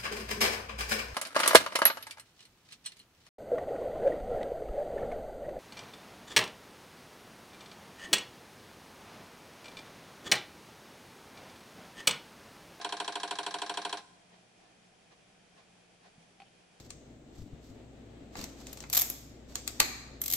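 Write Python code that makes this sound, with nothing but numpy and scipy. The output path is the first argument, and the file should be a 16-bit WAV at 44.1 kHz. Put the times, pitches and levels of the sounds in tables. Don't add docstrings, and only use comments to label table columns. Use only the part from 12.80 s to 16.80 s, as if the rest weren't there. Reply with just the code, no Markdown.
import sys
import numpy as np
from scipy import signal
from scipy.fft import rfft, irfft
from scipy.io import wavfile
from scipy.ndimage import uniform_filter1d

SR = 44100
rng = np.random.default_rng(int(sys.argv[2]) if len(sys.argv) > 2 else 0)


def transcribe(u):
    v = np.clip(np.atleast_2d(u).T, -1, 1)
    q = np.round(v * 32767).astype(np.int16)
    wavfile.write(sys.argv[1], SR, q)


N = 176400

# (frequency [Hz], knock level [dB], slip level [dB], t60 [s], rise [s])
BODY_MODES = [(178, -83, -88, 0.13, 0.0067), (309.4, -48, -65, 0.22, 0.0076),
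              (407.2, -39, -78, 0.13, 0.0055), (702.4, -34.5, -56, 0.19, 0.0098),
              (776, -44.5, -52, .1, 0.0061), (816.6, -47, -47, 0.18, 0.0091), (878, -61, -52, 0.049, 0.018),
              (962.5, -35, -67, 0.043, 0.0035), (1044.3, -36.5, -35.5, 0.11, 0.009),
              (1585, -37.5, -48, 0.066, 0.0086), (1648, -75, -40, 0.064, 0.0024),
              (2648, -44, -52, 0.095, 0.00065), (2970, -48.5, -64, 0.081, 0.00085),
              (3060, -35, -64, 0.053, 0.0017), (3260, -24, -44, 0.025, 0.0011),
              (3482, -45.5, -54.5, 0.022, 0.00042), (3950, -38.5, -49, 0.045, 0.00082),
              (4354, -40.5, -53, 0.054, 0.0015), (5230, -66, -47.5, 0.023, 0.00042),
              (5645, -47.5, -41, 0.02, 0.00041), (7590, -31, -67, 0.0069, 0.00013)]
# (frequency [Hz], relative density [dB])
KNOCK_SPECTRUM = [(100, -29), (230, -11.5), (450, -4.5), (600, -4), (850, 5.5), (1080, 1.5), (1250, -9.5),
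                  (1500, 1), (2000, -10), (2600, -5), (3200, -7.5), (4200, -2), (4800, -15.5), (5600, -7.5),
                  (6900, -22), (7900, -11), (9300, -14), (11000, -20.5)]
SLIP_SPECTRUM = [(100, -10.5), (250, -13.5), (480, 2.5), (620, 0.5), (900, 6), (1250, 1), (1650, 2.5),
                 (2100, -0.5), (3000, -0.5), (4100, 6.5), (4800, 0.5), (5600, 1.5), (6600, -5),
                 (7400, -4.5), (8500, -10.5), (11000, -13)]
CLICK_SPECTRUM = [(200, -15), (1200, -5), (1800, -19), (2300, -1), (3300, -5.5), (3900, -16.5),
                  (4500, -8.5), (5300, -29), (11000, -26)]
# (frequency [Hz], t60 [s], rise [s])
CASE_DECAY = [(306, 0.18, 0.015), (850, 0.091, 0.0017), (1600, 0.15, .003), (3320, 0.15, 0.00051),
              (5700, 0.088, 0.001), (10000, 0.13, 0.0009)]
CLICK_DECAY = [(500, .05, 0.00056), (4000, 0.07, 0.00012)]
# (frequency [Hz], power share [0-1])
BLOW_VARIATION = [(500, .06), (3000, 0.041), (9000, 0.28)]
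# (frequency [Hz], rms level [dB])
SPIN_TONES = [(119, -82), (177.6, -74.5), (480, -84.5), (775, -84), (2353, -90.5), (2460, -82.5),
              (3192, -86), (4554, -88)]
# (centre time [s], length [s], level [dB])
HEAD_SLIDES = [(1.545, 0.099, -64), (1.855, 0.18, -68), (2.327, 0.044, -61.5), (2.792, 0.081, -62),
               (3.263, 0.096, -62.5)]
# (time [s], tick level [dB], rattle level [dB], ring level [dB])
HEAD_CLICKS = [(3.6011, -40, -63.5, -44), (3.6187, -45, -65.5, -43)]
# (frequency [Hz], relative density [dB])
FLOOR_SPECTRUM = [(15, -30), (25, -5), (70, -8), (100, -6), (150, -2.5), (190, 2), (260, -4), (480, -4.5),
                  (560, -7), (690, -2), (950, -11), (1200, -12.5), (1550, -11), (2100, -12), (2450, -10),
                  (2850, -12.5), (3200, -11.5), (3900, -16.5), (5600, -16), (7500, -20), (11000, -24.5)]
SLIDE_SPECTRUM = [(200, -18), (450, 5.5), (560, -4), (720, 7), (900, -1), (1080, 2), (1300, -10),
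                  (1800, -1.5), (2400, -7.5), (4400, -8.5), (7000, -18), (11000, -36)]
RUSTLE_SPECTRUM = [(500, -5), (2000, -13), (3000, 2), (4000, -12), (11000, -25)]
ECHO_SPECTRUM = [(150, 7), (700, -2), (1500, 2.5), (3000, -5), (6000, 3.5), (10000, 2.5)]
# (frequency [Hz], side minus mid [dB])
RING_WIDTH = [(100, -13), (500, -12.5), (1000, -17), (2000, -6.5), (4000, -5), (10000, -2)]
DIFFUSE_WIDTH = [(60, -16), (300, -5), (1000, -0.5), (3000, -1.5), (10000, -0.5)]

RING_SAMPLES = 8192
RING_BINS_HZ = np.fft.rfftfreq(RING_SAMPLES, 1 / SR)


def undb(db):
    return 10 ** (np.asarray(db) / 20)


def lookup(table, hz, column=1):
    rows = np.array(table, float)
    return np.interp(np.log(hz + 1e-9), np.log(rows[:, 0]), rows[:, column])


def add(out, time_s, sound):
    start = int(round(time_s * SR))
    lo, hi = max(start, 0), min(start + sound.shape[-1], N)
    out[:, lo:hi] += sound[..., lo - start:hi - start]


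def wander(rate_hz):
    hold = int(SR / rate_hz)
    steps = np.repeat(rng.standard_normal(N // hold + 1), hold)
    return uniform_filter1d(steps, hold)[:N] * np.sqrt(3 / 2)


def swell(centre_s, length_s):
    return np.exp(-2 * (2 * (np.arange(N) / SR - centre_s) / length_s) ** 2)


def decay(t60_s, rise_s, size=RING_SAMPLES):
    t = np.arange(size) / SR
    return (1 - np.exp(-t / rise_s)) * np.exp(-np.log(1000) * t / t60_s)


def stereo_bins(width, size=RING_SAMPLES):
    mid, side = rfft(rng.standard_normal((2, size)))
    side_gain = undb(lookup(width, np.fft.rfftfreq(size, 1 / SR)))
    return mid + np.array([[1], [-1]]) * side * side_gain


def noise(spectrum, size=N):
    gain = undb(lookup(spectrum, np.fft.rfftfreq(size, 1 / SR)))
    x = irfft(stereo_bins(DIFFUSE_WIDTH, size) * gain, size)
    return x / x.mean(0).std()


def mode(hz, t60_s, rise_s, stereo_lag_s=2.5e-5):
    t = np.arange(RING_SAMPLES) / SR + np.array([[stereo_lag_s], [-stereo_lag_s]]) / 2
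    return np.sin(2 * np.pi * hz * t) * decay(t60_s, rise_s)


def dense_ring(white_bins, spectrum, band_decay, crack, crack_t60_s=0.018, crack_hz=2500):
    edges_hz = np.geomspace(240, 12000, 44) - 160
    out = 0
    for lo, hi in zip(edges_hz, edges_hz[1:]):
        hz = (lo + hi) / 2
        t60_s, rise_s = lookup(band_decay, hz), lookup(band_decay, hz, column=2)
        contact = crack * decay(crack_t60_s, rise_s) / (1 + (crack_hz / hz) ** 2)
        in_band = (RING_BINS_HZ >= lo) & (RING_BINS_HZ < hi)
        band = irfft(white_bins * in_band) * (decay(t60_s, rise_s) + contact)
        gain = undb(lookup(spectrum, hz)) * np.sqrt(hi - lo)
        out += gain * band / band.std(axis=1, keepdims=True)
    return out / np.sqrt(np.sum(out ** 2) / 2 / (0.05 * SR))


def case_blows(spectrum, ring_db, modes_db, crack, delay_s=0, first_s=-0.031, period_s=0.07718):
    out = np.zeros((2, N))
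    shared = stereo_bins(RING_WIDTH)
    fresh_share = lookup(BLOW_VARIATION, RING_BINS_HZ)
    polarity = (-1) ** np.arange(len(BODY_MODES))
    for k in range(16):
        white_bins = np.sqrt(1 - fresh_share) * shared + np.sqrt(fresh_share) * stereo_bins(RING_WIDTH)
        scatter_db = 0.5 * rng.standard_normal(len(BODY_MODES) + 1)
        ring = undb(ring_db + scatter_db[-1]) * dense_ring(white_bins, spectrum, CASE_DECAY, crack)
        gains = polarity * undb(modes_db + scatter_db[:-1])
        tones = sum(gain * mode(hz, t60_s, rise_s)
                    for gain, (hz, _, _, t60_s, rise_s) in zip(gains, BODY_MODES))
        add(out, first_s + k * period_s + delay_s, ring + tones)
    return out


def end_stop_clatter():
    _, knock_db, slip_db, _, _ = np.array(BODY_MODES).T
    knocks = case_blows(KNOCK_SPECTRUM, ring_db=-39.5, modes_db=knock_db, crack=2.3)
    slips = case_blows(SLIP_SPECTRUM, ring_db=-48, modes_db=slip_db, crack=1, delay_s=0.0444)
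    return knocks + slips


def spin_hum(flutter_db=1.2, drift_hz=1.0):
    out = np.zeros(N)
    for hz, rms_db in SPIN_TONES:
        amplitude = np.sqrt(2) * undb(rms_db + flutter_db * wander(rate_hz=11))
        cycles = np.cumsum(hz + drift_hz * wander(rate_hz=15)) / SR
        out += amplitude * np.sin(2 * np.pi * cycles)
    return out


def noise_floor(level_db=-65, flicker_db=0.47):
    return noise(FLOOR_SPECTRUM) * undb(level_db + flicker_db * wander(rate_hz=24.96))


def head_slides():
    envelope = sum(undb(db) * swell(centre_s, length_s) for centre_s, length_s, db in HEAD_SLIDES)
    return noise(SLIDE_SPECTRUM) * envelope


def bump(time_s=3.38, level_db=-48.5):
    out = np.zeros((2, N))
    add(out, time_s, undb(level_db) * mode(hz=177, t60_s=0.071, rise_s=0.001))
    return out


def head_clicks():
    out = np.zeros((2, N))
    for time_s, tick_db, rattle_db, ring_db in HEAD_CLICKS:
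        tick = mode(hz=2480, t60_s=0.0077, rise_s=0.0001)
        rattle = dense_ring(stereo_bins(RING_WIDTH), CLICK_SPECTRUM, CLICK_DECAY, crack=1.1)
        ring = mode(hz=782, t60_s=0.058, rise_s=0.0019)
        add(out, time_s, undb(tick_db) * tick + undb(rattle_db) * rattle + undb(ring_db) * ring)
    return out


def rustle(level_db=-69.5):
    return noise(RUSTLE_SPECTRUM) * undb(level_db) * swell(centre_s=3.672, length_s=0.071)


def reflections(t60_s, rise_s):
    tail = noise(ECHO_SPECTRUM, size=SR) * decay(t60_s, rise_s, size=SR)
    return tail / np.sqrt(np.sum(tail ** 2) / 2)


def room(direct, desk_db=-17.5, reverb_db=-15.5):
    desk = undb(desk_db) * reflections(t60_s=0.14, rise_s=0.01)
    reverb = undb(reverb_db) * reflections(t60_s=1, rise_s=0.0097)
    return direct + signal.fftconvolve(direct, desk + reverb, axes=1)[:, :N]


def scene():
    events = end_stop_clatter() + head_slides() + bump() + head_clicks() + rustle()
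    return room(events) + spin_hum() + noise_floor()


def record(dry):
    cutoff_hz = 11200
    return signal.sosfilt(signal.ellip(10, 0.2, 60, cutoff_hz, fs=SR, output="sos"), dry)


dry = scene()
out = record(dry)
transcribe(out)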